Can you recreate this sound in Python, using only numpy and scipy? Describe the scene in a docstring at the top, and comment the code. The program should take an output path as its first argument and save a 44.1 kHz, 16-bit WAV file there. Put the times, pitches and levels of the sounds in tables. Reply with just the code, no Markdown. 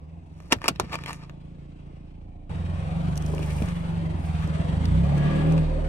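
"""Car crushing plastic on asphalt.

A car creeps over two lunch boxes: the shells crack, crunch and spring back over the engine's throb,
with a short echo from the gap between road and underbody. After a cut the car is nearer: its tyre
slowly squashes a ribbon spool and pops grit while the engine labours, then revs to climb over."""
import sys
import numpy as np
from scipy import signal
from scipy.fft import rfft, irfft, next_fast_len
from scipy.io import wavfile
from scipy.ndimage import uniform_filter1d, map_coordinates

SR = 44100
rng = np.random.default_rng(int(sys.argv[2]) if len(sys.argv) > 2 else 0)


def wav_out(sig):
    """Save sig, one row per channel (or a flat mono array), as 16-bit PCM at SR to the path in sys.argv[1]."""
    wavfile.write(sys.argv[1], SR, np.round(np.clip(np.atleast_2d(sig).T, -1, 1) * 32767).astype(np.int16))


N = 259308

# spells of crumpling: (peak time [s], level [dB], rise [s], fall [s])
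BOX_CRUSH = [(.47, -64.5, 0.25, 0.13), (.523, -26.5, 0.016, 0.022), (.66, -37.5, 0.045, 0.07),
             (.81, -43.5, .02, 0.1), (.942, -39.5, 0.047, .075), (1.095, -40.5, 0.069, 0.085),
             (1.222, -51.5, 0.053, 0.057)]
SPOOL_CRUSH = [(3.29, -60, 0.52, 0.18), (3.56, -49, .4, 0.35), (4.26, -58, 0.11, 0.17),
               (5.45, -63, 1.4, .4)]
# road grit: (frequency [Hz], density [dB])
GRIT_SPECTRUM = [(1500, -23), (2800, -1.5), (4400, -4), (6100, 4.5), (7200, -4.5), (8400, -1), (10500, -6),
                 (12000, -13), (13500, -7.5), (15500, -25)]


def amp(db):
    """Decibels to gain."""
    return 10 ** (np.asarray(db) / 20)


def unit(x):
    """Scale to rms 1."""
    return x / np.sqrt(np.mean(x ** 2) + 1e-20)


def steady(x):
    """Hold the slow level at rms 1; keep the throb."""
    power = uniform_filter1d(uniform_filter1d(x ** 2, size=SR // 7), size=SR // 10)
    return x / np.sqrt(np.abs(power) + 1e-20)


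def along(points, hz):
    """Interpolate (Hz, value) points on a log axis."""
    f, v = np.transpose(points)
    return np.interp(np.log(hz + 1), np.log(f + 1), v)


def curve(points):
    """Interpolate (s, value) points per sample."""
    return np.interp(np.arange(N) / SR, *np.transpose(points))


def fade(t, t60):
    """Decay by 60 dB in t60."""
    return np.exp(-np.log(1000) * t / t60)


def swells(rows):
    """Summed gain; each swell gains 20 dB per rise time, then loses 20 dB per fall time."""
    t = np.arange(N) / SR
    return sum(amp(db - 20 * np.maximum((s - t) / rise, (t - s) / fall)) for s, db, rise, fall in rows)


def wobble(rate_hz):
    """Smooth random curve."""
    knots = rng.standard_normal(int(N * rate_hz / SR) + 4)
    return map_coordinates(knots, [np.arange(N) * rate_hz / SR])


def filtered(x, response):
    """Apply a complex frequency response."""
    size = next_fast_len(N + SR // 2)
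    return irfft(rfft(x, size) * response(np.fft.rfftfreq(size, 1 / SR)), size)[..., :N]


def coloured(x, spectrum):
    """Shape by (Hz, dB) points; rms 1."""
    return unit(filtered(x, lambda hz: amp(along(spectrum, hz))))


def resonate(x, modes, soft_hz):
    """Resonances (Hz, width Hz, dB), low-passed at soft_hz."""
    def response(f):
        bank = sum(amp(db) * 1j * f * w / (c * c - f * f + 1j * f * w) for c, w, db in modes)
        return bank / (1 + np.sqrt(2) * 1j * f / soft_hz - (f / soft_hz) ** 2) ** 2
    return filtered(x, response)


def ring(modes, t, shift, blur):
    """Damped modes (Hz, dB, t60 s); bending shifts them, rubbing edges blur them."""
    scatter = rng.standard_normal((len(modes), 2))
    rattle = blur * np.cumsum(rng.standard_normal((len(modes), len(t))), axis=1)
    return sum(amp(db + a) * fade(t, t60) * np.sin(2 * np.pi * hz * (1 + shift * b) * t + phase)
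               for (hz, db, t60), (a, b), phase in zip(modes, scatter, rattle))


def stereo(x, lag_ms):
    """Left and right; right is lag_ms later."""
    return filtered(x, lambda hz: np.exp(1j * np.pi * hz * lag_ms / 1000 * np.array([[1], [-1]])))


def rush(spectrum, lag_ms, diffuse, patchy_db):
    """Stereo noise, part direct, part diffuse; its colour shifts in narrow patches."""
    direct = stereo(rng.standard_normal(N), lag_ms)
    pair = np.sqrt(1 - diffuse) * direct + np.sqrt(diffuse) * rng.standard_normal((2, N))
    bins = signal.stft(pair, nperseg=1024)[2]
    patches = uniform_filter1d(rng.standard_normal(bins.shape[1:]), size=3, axis=0)
    patches = unit(uniform_filter1d(patches, size=16, axis=1))
    return coloured(signal.istft(bins * amp(patchy_db * patches), nperseg=1024)[1][:, :N], spectrum)


def echo(x, decay):
    """Diffuse stereo tail with a t60 per frequency."""
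    hz, t, bins = signal.stft(rng.standard_normal((2, SR // 2)), SR, nperseg=256)
    tail = signal.istft(bins * fade(t, along(decay, hz)[:, None]), SR, nperseg=256)[1]
    return signal.fftconvolve(x[None], tail / np.linalg.norm(tail[0]), axes=1)[:, :N]


def exhaust_hum(rows, rate_hz, cycles):
    """Under held throttle, the firing harmonic nearest each pitch sings out."""
    fall_s = .14  # per 20 dB
    t = np.arange(N) / SR
    out = np.zeros(N)
    for start, end, hz, db in rows:
        harmonic = np.round(hz / np.interp((start + end) / 2, t, rate_hz))
        outside_s = np.maximum(0, np.maximum(start - t, t - end))
        out += amp(db - 20 * outside_s / fall_s) * np.sqrt(2) * np.cos(2 * np.pi * harmonic * cycles - 1)
    return out * amp(wobble(7))


def engine(speed, load, lug, hum, layers, pipe, bay, first_firing_s, boom_mode, drone_mode,
           pipe_db, puff_db):
    """Each firing kicks the exhaust resonances and lets out a puff; the engine bay whirrs."""
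    gas = [(100, -15), (220, -3), (330, -4), (460, -7.5), (580, -3), (850, -7), (1200, -14.5), (3000, -65)]  # exhaust gas: (frequency [Hz], density [dB])
    creep_hz, uneven_db, jitter_cycles = 22.9, 1.6, .013
    rate_hz, load_db = curve(speed), curve(load)
    shake_db, boom_db, drone_db, rasp_db, whirr_db = [
        db + by_speed * (rate_hz - creep_hz) + by_load * load_db for db, by_speed, by_load in layers]
    cycles = np.cumsum(rate_hz) / SR + .01 * wobble(11)  # crankshaft hunts
    cycles -= np.interp(first_firing_s * SR, np.arange(N), cycles)
    at = np.flatnonzero(np.diff(np.floor(cycles)))
    strength, lateness = rng.standard_normal((len(at), 2)).T / rate_hz[at]  # less even when slow
    at = np.clip(at + (jitter_cycles * lateness * SR).astype(int), 0, N - 1)
    firings = np.zeros(N)
    firings[at] = amp(uneven_db * creep_hz * strength)
    flow = unit(firings) + .28 * rng.standard_normal(N)  # pulses plus turbulence

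    exhaust = amp(shake_db) * np.sqrt(2) * np.sin(2 * np.pi * cycles)
    boom = steady(resonate(flow, [boom_mode], soft_hz=174))
    exhaust += amp(boom_db + 1.4 * wobble(7)) * (1 + swells(lug)) * boom
    chamber = lambda x: resonate(x, [drone_mode], soft_hz=665)
    exhaust += amp(drone_db) * steady(chamber(chamber(flow)))  # two-chamber silencer
    exhaust += exhaust_hum(hum, rate_hz, cycles)
    overtones = steady(resonate(flow + .72 * rng.standard_normal(N), pipe, soft_hz=820))
    revs_db = .85 * (rate_hz - 28)
    exhaust += amp(rasp_db + pipe_db + revs_db) * overtones

    throb = np.cos(2 * np.pi * cycles - 1)
    puff_gain = amp(rasp_db + puff_db + .2 * throb + .51 * wobble(25))
    puffs = puff_gain * rush(gas, lag_ms=.33, diffuse=.39, patchy_db=3.5)
    whirr_gain = amp(whirr_db + .98 * throb + 1.3 * wobble(60))
    whirr = whirr_gain * rush(bay, lag_ms=.335, diffuse=.69, patchy_db=2.2)
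    return stereo(exhaust, lag_ms=-.54) + puffs + whirr


def far_engine():
    """The engine creeps over the boxes."""
    speed = [(0, 18.89), (.43, 23.35), (.729, 27.79), (1.271, 27.4), (1.573, 28.68), (2.49, 28.23)]  # (time [s], firing rate [Hz])
    load = [(0, 6), (.62, -3), (0.799, 3), (1.3, -2), (1.9, -4), (2.151, -6), (2.491, -8.5)]  # (time [s], load [dB])
    lug = [(.8, -6.5, .06, 0.21)]  # added boom: (peak time [s], level [dB], rise [s], fall [s])
    hum = [(0, 0.417, 84, -48), (0, 0.171, 158, -50), (0.35, .5, 161, -49), (.72, 1.302, 138, -47),
           (.8, 1.555, 166, -50.5), (1.4, 2.002, 142, -56.5)]  # exhaust tones: (start [s], end [s], rough pitch [Hz], level [dB])
    # shake, boom, drone, rasp, whirr: (creep level [dB], by speed [dB/Hz], by load [dB/dB])
    layers = [(-54, 0.34, -1.1), (-49, 0.74, 0.13), (-50.5, 1.3, 0.76), (-56, 0.2, 0.28),
              (-68.5, 1.12, 0.9)]
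    pipe = [(292, 69, -1.5), (513, 45, -15)]  # upper exhaust modes: (centre [Hz], width [Hz], level [dB])
    bay = [(450, -28), (700, 2), (1000, -1), (1500, -2), (2600, .5), (3300, -5), (4400, -11), (7000, -19),
           (8300, -15), (10000, -27), (12000, -42)]  # belts, fan, valves: (frequency [Hz], density [dB])
    return engine(speed, load, lug, hum, layers, pipe, bay, first_firing_s=.024,
                  boom_mode=(69, 14, 0), drone_mode=(155.1, 50, 0), pipe_db=2.5, puff_db=-3.5)


def near_engine():
    """The engine labours at the spool, then revs over it."""
    speed = [(2.49, 21.17), (2.7, 21.51), (2.88, 22.73), (3.2, 25.58), (3.5, 25.48), (3.72, 24.38),
             (4.1, 22.78), (4.28, 19.82), (4.55, 19.39), (4.8, 26.21), (5.05, 35.4), (5.26, 37.1),
             (5.56, 40.7), (5.66, 38.8), (5.88, 38.9)]  # (time [s], firing rate [Hz])
    load = [(2.49, -3), (3.05, -1), (4.2, -3), (4.6, 6), (5.55, 6.5), (5.681, -4.5), (5.88, -1.5)]  # (time [s], load [dB])
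    lug = [(3.64, -0.5, 0.084, .06), (4.93, 9, 0.56, 0.13)]  # added boom: (peak time [s], level [dB], rise [s], fall [s])
    hum = [(2.59, 2.85, 86, -34), (2.98, 3.07, 165, -30), (2.94, 3.62, 76, -39.5), (3.09, 3.62, 153, -36.5),
           (3.09, 3.1, 127, -30.5), (2.4, 3.03, 134, -38), (3.66, 4.1, 165, -32), (3.95, 4.3, 88, -35.5),
           (4.3, 4.55, 78, -41), (4.28, 4.6, 157, -37), (5.1, 4.8, 33, -29), (4.94, 5.08, 66, -29),
           (4.99, 5.26, 147, -24.5), (4.93, 5.38, 183, -26.5), (5.5, 5.6, 160, -23.5),
           (5.35, 5.6, 278, -40.5), (5.4, 5.88, 78, -39)]  # exhaust tones: (start [s], end [s], rough pitch [Hz], level [dB])
    # shake, boom, drone, rasp, whirr: (creep level [dB], by speed [dB/Hz], by load [dB/dB])
    layers = [(-43, 0.94, -0.68), (-34, 0.0066, .25), (-31.5, 0.022, 0.76), (-38.5, 0.12, 0.45),
              (-47.5, 0.013, 0.52)]
    pipe = [(285.5, 17, 4.9), (346.4, 12, 1.6), (396.7, 14, 2.4), (551.6, 21, 6.3)]  # upper exhaust modes: (centre [Hz], width [Hz], level [dB])
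    bay = [(500, -8.5), (950, -0.5), (1800, -1), (3200, -6), (4300, -12), (5400, -19), (7300, -21),
           (8200, -15), (9200, -27.5), (10800, -20), (11800, -83), (15000, -50)]  # belts, fan, valves: (frequency [Hz], density [dB])
    return engine(speed, load, lug, hum, layers, pipe, bay, first_firing_s=2.503,
                  boom_mode=(79, 27.6, 0), drone_mode=(158.8, 36.5, 0), pipe_db=-10.5, puff_db=-2)


def drive_whine():
    """The loaded drive gives a narrow, unsteady tone that swells twice."""
    spells = [(5.33, -57, 0.17, 0.54), (5.73, -39, 0.43, 0.53)]  # (peak time [s], level [dB], rise [s], fall [s])
    tone = resonate(rng.standard_normal(N), [(526, 6.3, 0)], soft_hz=900)
    return stereo(swells(spells) * steady(tone), lag_ms=.16)


def tyre_roll():
    """The carcass rumbles onto the spool and down to the road."""
    spells = [(3.36, -42, 0.38, 0.29), (4.48, -50.5, 0.1, 0.3), (5.42, -35.5, 0.49, 0.23),
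              (5.85, -38.5, .25, 0.34)]  # (peak time [s], level [dB], rise [s], fall [s])
    carcass = [(150, -21.5), (260, 5.5), (400, 2.5), (600, -8.5), (1200, -30), (3000, -73)]  # (frequency [Hz], density [dB])
    return swells(spells) * amp(4.1 * wobble(30)) * rush(carcass, lag_ms=.37, diffuse=.34, patchy_db=-.5)


def tyre_scrub():
    """The tread sticks and slips on the spool with a faint squeal."""
    spells = [(3.5, -46, 0.14, 0.047), (3.69, -51, 0.11, 0.11), (4.43, -55, 0.2, 0.15),
              (5.29, -37.5, 0.37, 0.52)]  # (peak time [s], level [dB], rise [s], fall [s])
    rubber_modes = [(1177, 35, 2), (1669, 18, 1), (1950, 1200, -11.5)]  # (centre [Hz], width [Hz], level [dB])
    slips = rng.standard_normal((2, N)) * amp(.95 * wobble(27))
    return swells(spells) * unit(resonate(slips, rubber_modes, soft_hz=4070))


def grit_pops():
    """Small stones tick under the tread."""
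    pops = [(3.1568, -38), (3.169, -35), (3.1758, -25), (3.223, -35), (3.2633, -33.5), (3.348, -34),
            (3.5062, -43), (3.66, -46), (3.687, -39), (4.4748, -41), (4.8559, -39), (5.1804, -38.5),
            (5.36, -44), (5.5222, -35.5)]  # (time [s], level [dB])
    t = np.arange(SR // 20) / SR
    bursts = np.zeros(N + SR)
    for s, db in pops:
        bursts[round(s * SR):][:len(t)] += amp(db - 5) * fade(t, t60=.018)
    return bursts[:N] * rush(GRIT_SPECTRUM, lag_ms=.064, diffuse=1, patchy_db=3)


def creases(rate_hz, clump_db):
    """Tiny creases give way in clumps, a few much louder than the rest."""
    sizes = amp(6 * np.clip(rng.standard_normal(N), -2, 2))
    impulses = (rng.random(N) < rate_hz / SR) * rng.choice([-1, 1], N)
    return impulses * sizes * amp(clump_db * wobble(70))


def crumple(crush, spectrum, rate_hz, clump_db):
    """A rustle of creases follows the crushing."""
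    return swells(crush) * coloured(creases(rate_hz, clump_db), spectrum)


def box_rustle():
    """The boxes crumple and grind on road grit."""
    spectrum = [(200, -13), (600, -0.5), (1100, 0.5), (1900, 1), (3200, -7.5), (4800, -7.5), (6500, -16.5),
                (9000, -20), (11000, -30), (15000, -37)]  # (frequency [Hz], density [dB])
    grinding = [(.46, -69, .26, .2), (1.096, -49, 0.033, 0.021), (1.133, -53.5, 0.02, 0.055)]  # (peak time [s], level [dB], rise [s], fall [s])
    walls = crumple(BOX_CRUSH, spectrum, rate_hz=2000, clump_db=3.5)
    return walls + crumple(grinding, GRIT_SPECTRUM, rate_hz=2100, clump_db=2.5)


def spool_rustle():
    """The spool and its ribbon give way."""
    spectrum = [(300, -2), (1000, 1), (1900, 4), (3500, -4.5), (6000, 0.5), (8300, 1.5), (11000, -4.5),
                (13700, -7), (15000, -36)]  # (frequency [Hz], density [dB])
    return stereo(crumple(SPOOL_CRUSH, spectrum, rate_hz=6700, clump_db=1.5), lag_ms=.212)


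def flange_crunches():
    """Quick runs of creases ring a buckling spool flange."""
    buckles = [(3.428, -45.5, 0.028, .03, 2250), (3.505, -43.5, 0.062, .03, 1790),
               (3.585, -46.5, 0.032, 0.027, 2450), (3.685, -44, 0.086, 0.08, 1450),
               (4.43, -48.5, 0.055, 0.11, 1370)]  # (peak time [s], level [dB], rise [s], fall [s], pitch [Hz])
    run = creases(rate_hz=2800, clump_db=-2)
    return sum(swells([swell]) * unit(signal.lfilter(*signal.iirpeak(hz, Q=2.5, fs=SR), run))
               for *swell, hz in buckles)


def thuds():
    """A wall or flange caves in or springs back and rings the hollow."""
    knocks = [(0.513, -30, 560, .04), (0.525, -11.5, 263, 0.043), (0.529, -20, 490, 0.039),
              (0.544, -31.5, 567, .06), (0.56, -30.5, 238, .06), (0.562, -28.5, 107, 0.16),
              (0.6167, -44, 560, .03), (0.643, -43, 301.3, 0.036), (0.685, -21.5, 280, 0.087),
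              (0.707, -26.5, 165, .1), (0.803, -24.5, 361, 0.073), (0.808, -29, 112, 0.13),
              (0.835, -33, 245, 0.089), (0.838, -37, 478, .09), (0.941, -31.5, 690, 0.072),
              (0.946, -32.5, 331, 0.08), (1.094, -44, 730, 0.032), (3.086, -30.5, 390, 0.057),
              (3.298, -24, 450, 0.025), (3.337, -19, 410, 0.035), (3.394, -24, 324, 0.042),
              (3.602, -32, 330, 0.035), (3.619, -14.5, 224, 0.049), (3.637, -32, 606, 0.055),
              (4.475, -29, 289, 0.08)]  # (time [s], level [dB], pitch [Hz], t60 [s])
    hollow_modes = [(.78, -9, .8), (1, 0, 1), (1.3, -8, .8), (1.9, -9, .7), (2.4, -10, .6)]  # (pitch ratio, level [dB], t60 ratio)
    t = np.arange(SR // 4) / SR
    attack = 1 - np.exp(-t / .001)
    out = np.zeros(N + SR)
    for s, db, pitch_hz, t60 in knocks:
        modes = [(pitch_hz * ratio, level, t60 * share) for ratio, level, share in hollow_modes]
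        out[round(s * SR):][:len(t)] += amp(db) * attack * ring(modes, t, shift=.013, blur=.035)
    return filtered(out[:N], lambda hz: (1j * hz / (1j * hz + 60)) ** 2)


def lesser_cracks(crush, count, splinter_db):
    """Random rows for snaps(), likelier and louder under harder crushing."""
    above_db, scatter_db, pitch_hz, scatter_oct = 6, 2.5, 2020, .5
    effort = swells(crush)
    odds = np.cumsum(np.sqrt(effort))
    at = np.searchsorted(odds / odds[-1], (np.arange(count) + rng.random(count)) / count)
    return [(i / SR, 20 * np.log10(effort[i]) + above_db + scatter_db * a,
             pitch_hz * 2 ** (scatter_oct * b), splinter_db)
            for i, (a, b) in zip(at, rng.standard_normal((count, 2)))]


def snaps():
    """Each crack sends a pressure pulse, tears fibres with a hiss and rings the bent shell."""
    cracks = [(0.403, -33.5, 1424, -11), (0.523, -7.5, 2500, 3), (0.5258, -7, 1350, -20),
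              (0.5278, -8, 2050, -3.5), (0.529, -6, 840, -16), (0.586, -36.5, 1880, -22),
              (0.6173, -23.5, 1400, -32), (.642, -15, 1560, -28), (0.645, -23, 1520, -9),
              (0.6585, -19, 1320, -20), (0.681, -9, 1710, 6), (0.6856, -5.5, 1476, -2.5),
              (0.7595, -29.5, 3900, -26), (0.7982, -8, 1423, -4.5), (0.803, -18, 1120, -20),
              (0.893, -39.5, 1400, -12), (0.9207, -28.5, 1700, -26), (0.9306, -18.5, 2530, -24),
              (.942, -20, 1360, -13), (.947, -39, 900, -12), (0.9547, -17, 2400, -6),
              (0.989, -25.5, 1800, -28), (1.0197, -34, 1990, -10), (1.0372, -23, 2080, -17),
              (1.0606, -18, 2410, -17), (1.0795, -24, 1920, -15.5), (1.091, -24, 1750, -14),
              (1.095, -23, 1190, -8), (1.107, -20.5, 2014, -19), (1.1305, -25, 1740, 4),
              (1.2961, -30.5, 1880, -24), (3.381, -26, 2730, -22), (3.392, -26, 1200, -18),
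              (3.623, -27, 2200, -5), (4.8548, -24, 3874, -24), (5.579, -26, 2700, -15)]  # (time [s], level [dB], shell pitch [Hz], splinter level [dB])
    shell_modes = [(.45, -10, .016), (.76, -1.5, 0.013), (1, 2, 0.014), (1.3, -1, 0.008), (1.8, -10, 0.007),
                   (2.9, -14, 0.005)]  # (pitch ratio, level [dB], t60 of a 0 dB crack [s])
    fibres = [(300, -41.5), (1500, -3), (3000, 7.5), (4200, 5), (6300, 7), (7300, 0), (10500, 0),
              (11800, -13.5), (13500, -3.5), (15500, -20)]  # tearing: (frequency [Hz], density [dB])
    lesser = lesser_cracks(BOX_CRUSH, count=7, splinter_db=-8)
    lesser += lesser_cracks(SPOOL_CRUSH, count=20, splinter_db=-12)
    pulse_s, opening_s = .00008, .00019
    t = np.arange(SR // 10) / SR
    pulse = amp(-4.5) * (1 - t / pulse_s) * np.exp(-t / pulse_s)
    pulse = np.convolve(pulse, np.hanning(7) / 3)[:len(t)]
    opening = 1 - np.exp(-t / opening_s)
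    out = np.zeros(N + SR)
    hiss = np.resize(coloured(rng.standard_normal(N), fibres), len(out))
    for s, db, pitch_hz, splinter_db in cracks + lesser:
        span = slice(round(s * SR), round(s * SR) + len(t))
        size = 2 ** (db / 34)  # louder cracks free larger pieces that ring longer
        modes = [(pitch_hz * ratio, level, t60 * size) for ratio, level, t60 in shell_modes]
        shell = ring(modes, t, shift=.063, blur=.19)
        tear = hiss[span] * (fade(t, .007 * size) + amp(-23) * fade(t, .045 * size))
        out[span] += amp(db) * (opening * (.49 * shell + .66 * amp(splinter_db) * tear) + pulse)
    return filtered(out[:N], lambda hz: (1j * hz / (1j * hz + 170)) ** 2)  # small shells: no deep bass


def scene():
    """Plastic and its echoes over the engine, first far, then near."""
    # echo decay: (frequency [Hz], t60 [s])
    tyre_wall = [(200, 0.032), (12000, 0.006)]
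    underbody = [(200, .11), (1000, 0.065), (4000, 0.055), (12000, 0.03)]
    street = [(200, 0.63), (2000, 0.13), (10000, 0.1)]
    cut_s, crossfade_s = 2.494, .00089
    far, near = far_engine(), near_engine()
    plastic = snaps() + flange_crunches() + box_rustle()
    mix = stereo(plastic, lag_ms=.11)
    for decay, db in (tyre_wall, -4), (underbody, -7), (street, -30.5):
        mix += amp(db) * echo(plastic, decay)
    knocks = thuds()
    mix += stereo(knocks, lag_ms=.24) + amp(-12.5) * echo(knocks, underbody)
    near += spool_rustle() + grit_pops() + tyre_roll() + tyre_scrub() + drive_whine()
    after_cut = np.clip((np.arange(N) / SR - cut_s) / crossfade_s, 0, 1)
    return mix + (1 - after_cut) * far + after_cut * near


def record(dry):
    """Colour left and right, saturate the loudest cracks, limit the band."""
    balance = [(60, -3), (200, 0.5), (380, -1.5), (700, 3), (1400, 2), (4400, 0.5), (8100, -5),
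               (14000, 2.5)]  # (frequency [Hz], left minus right [dB])
    ceiling, top_hz = .85, 15900
    tinted = filtered(dry, lambda hz: amp(along(balance, hz) * np.array([[.5], [-.5]])))
    saturated = tinted / (1 + np.abs(tinted / ceiling) ** 4) ** .25
    return filtered(saturated, lambda hz: 1 / (1 + (hz / top_hz) ** 120))


dry = scene()
out = record(dry)
wav_out(out)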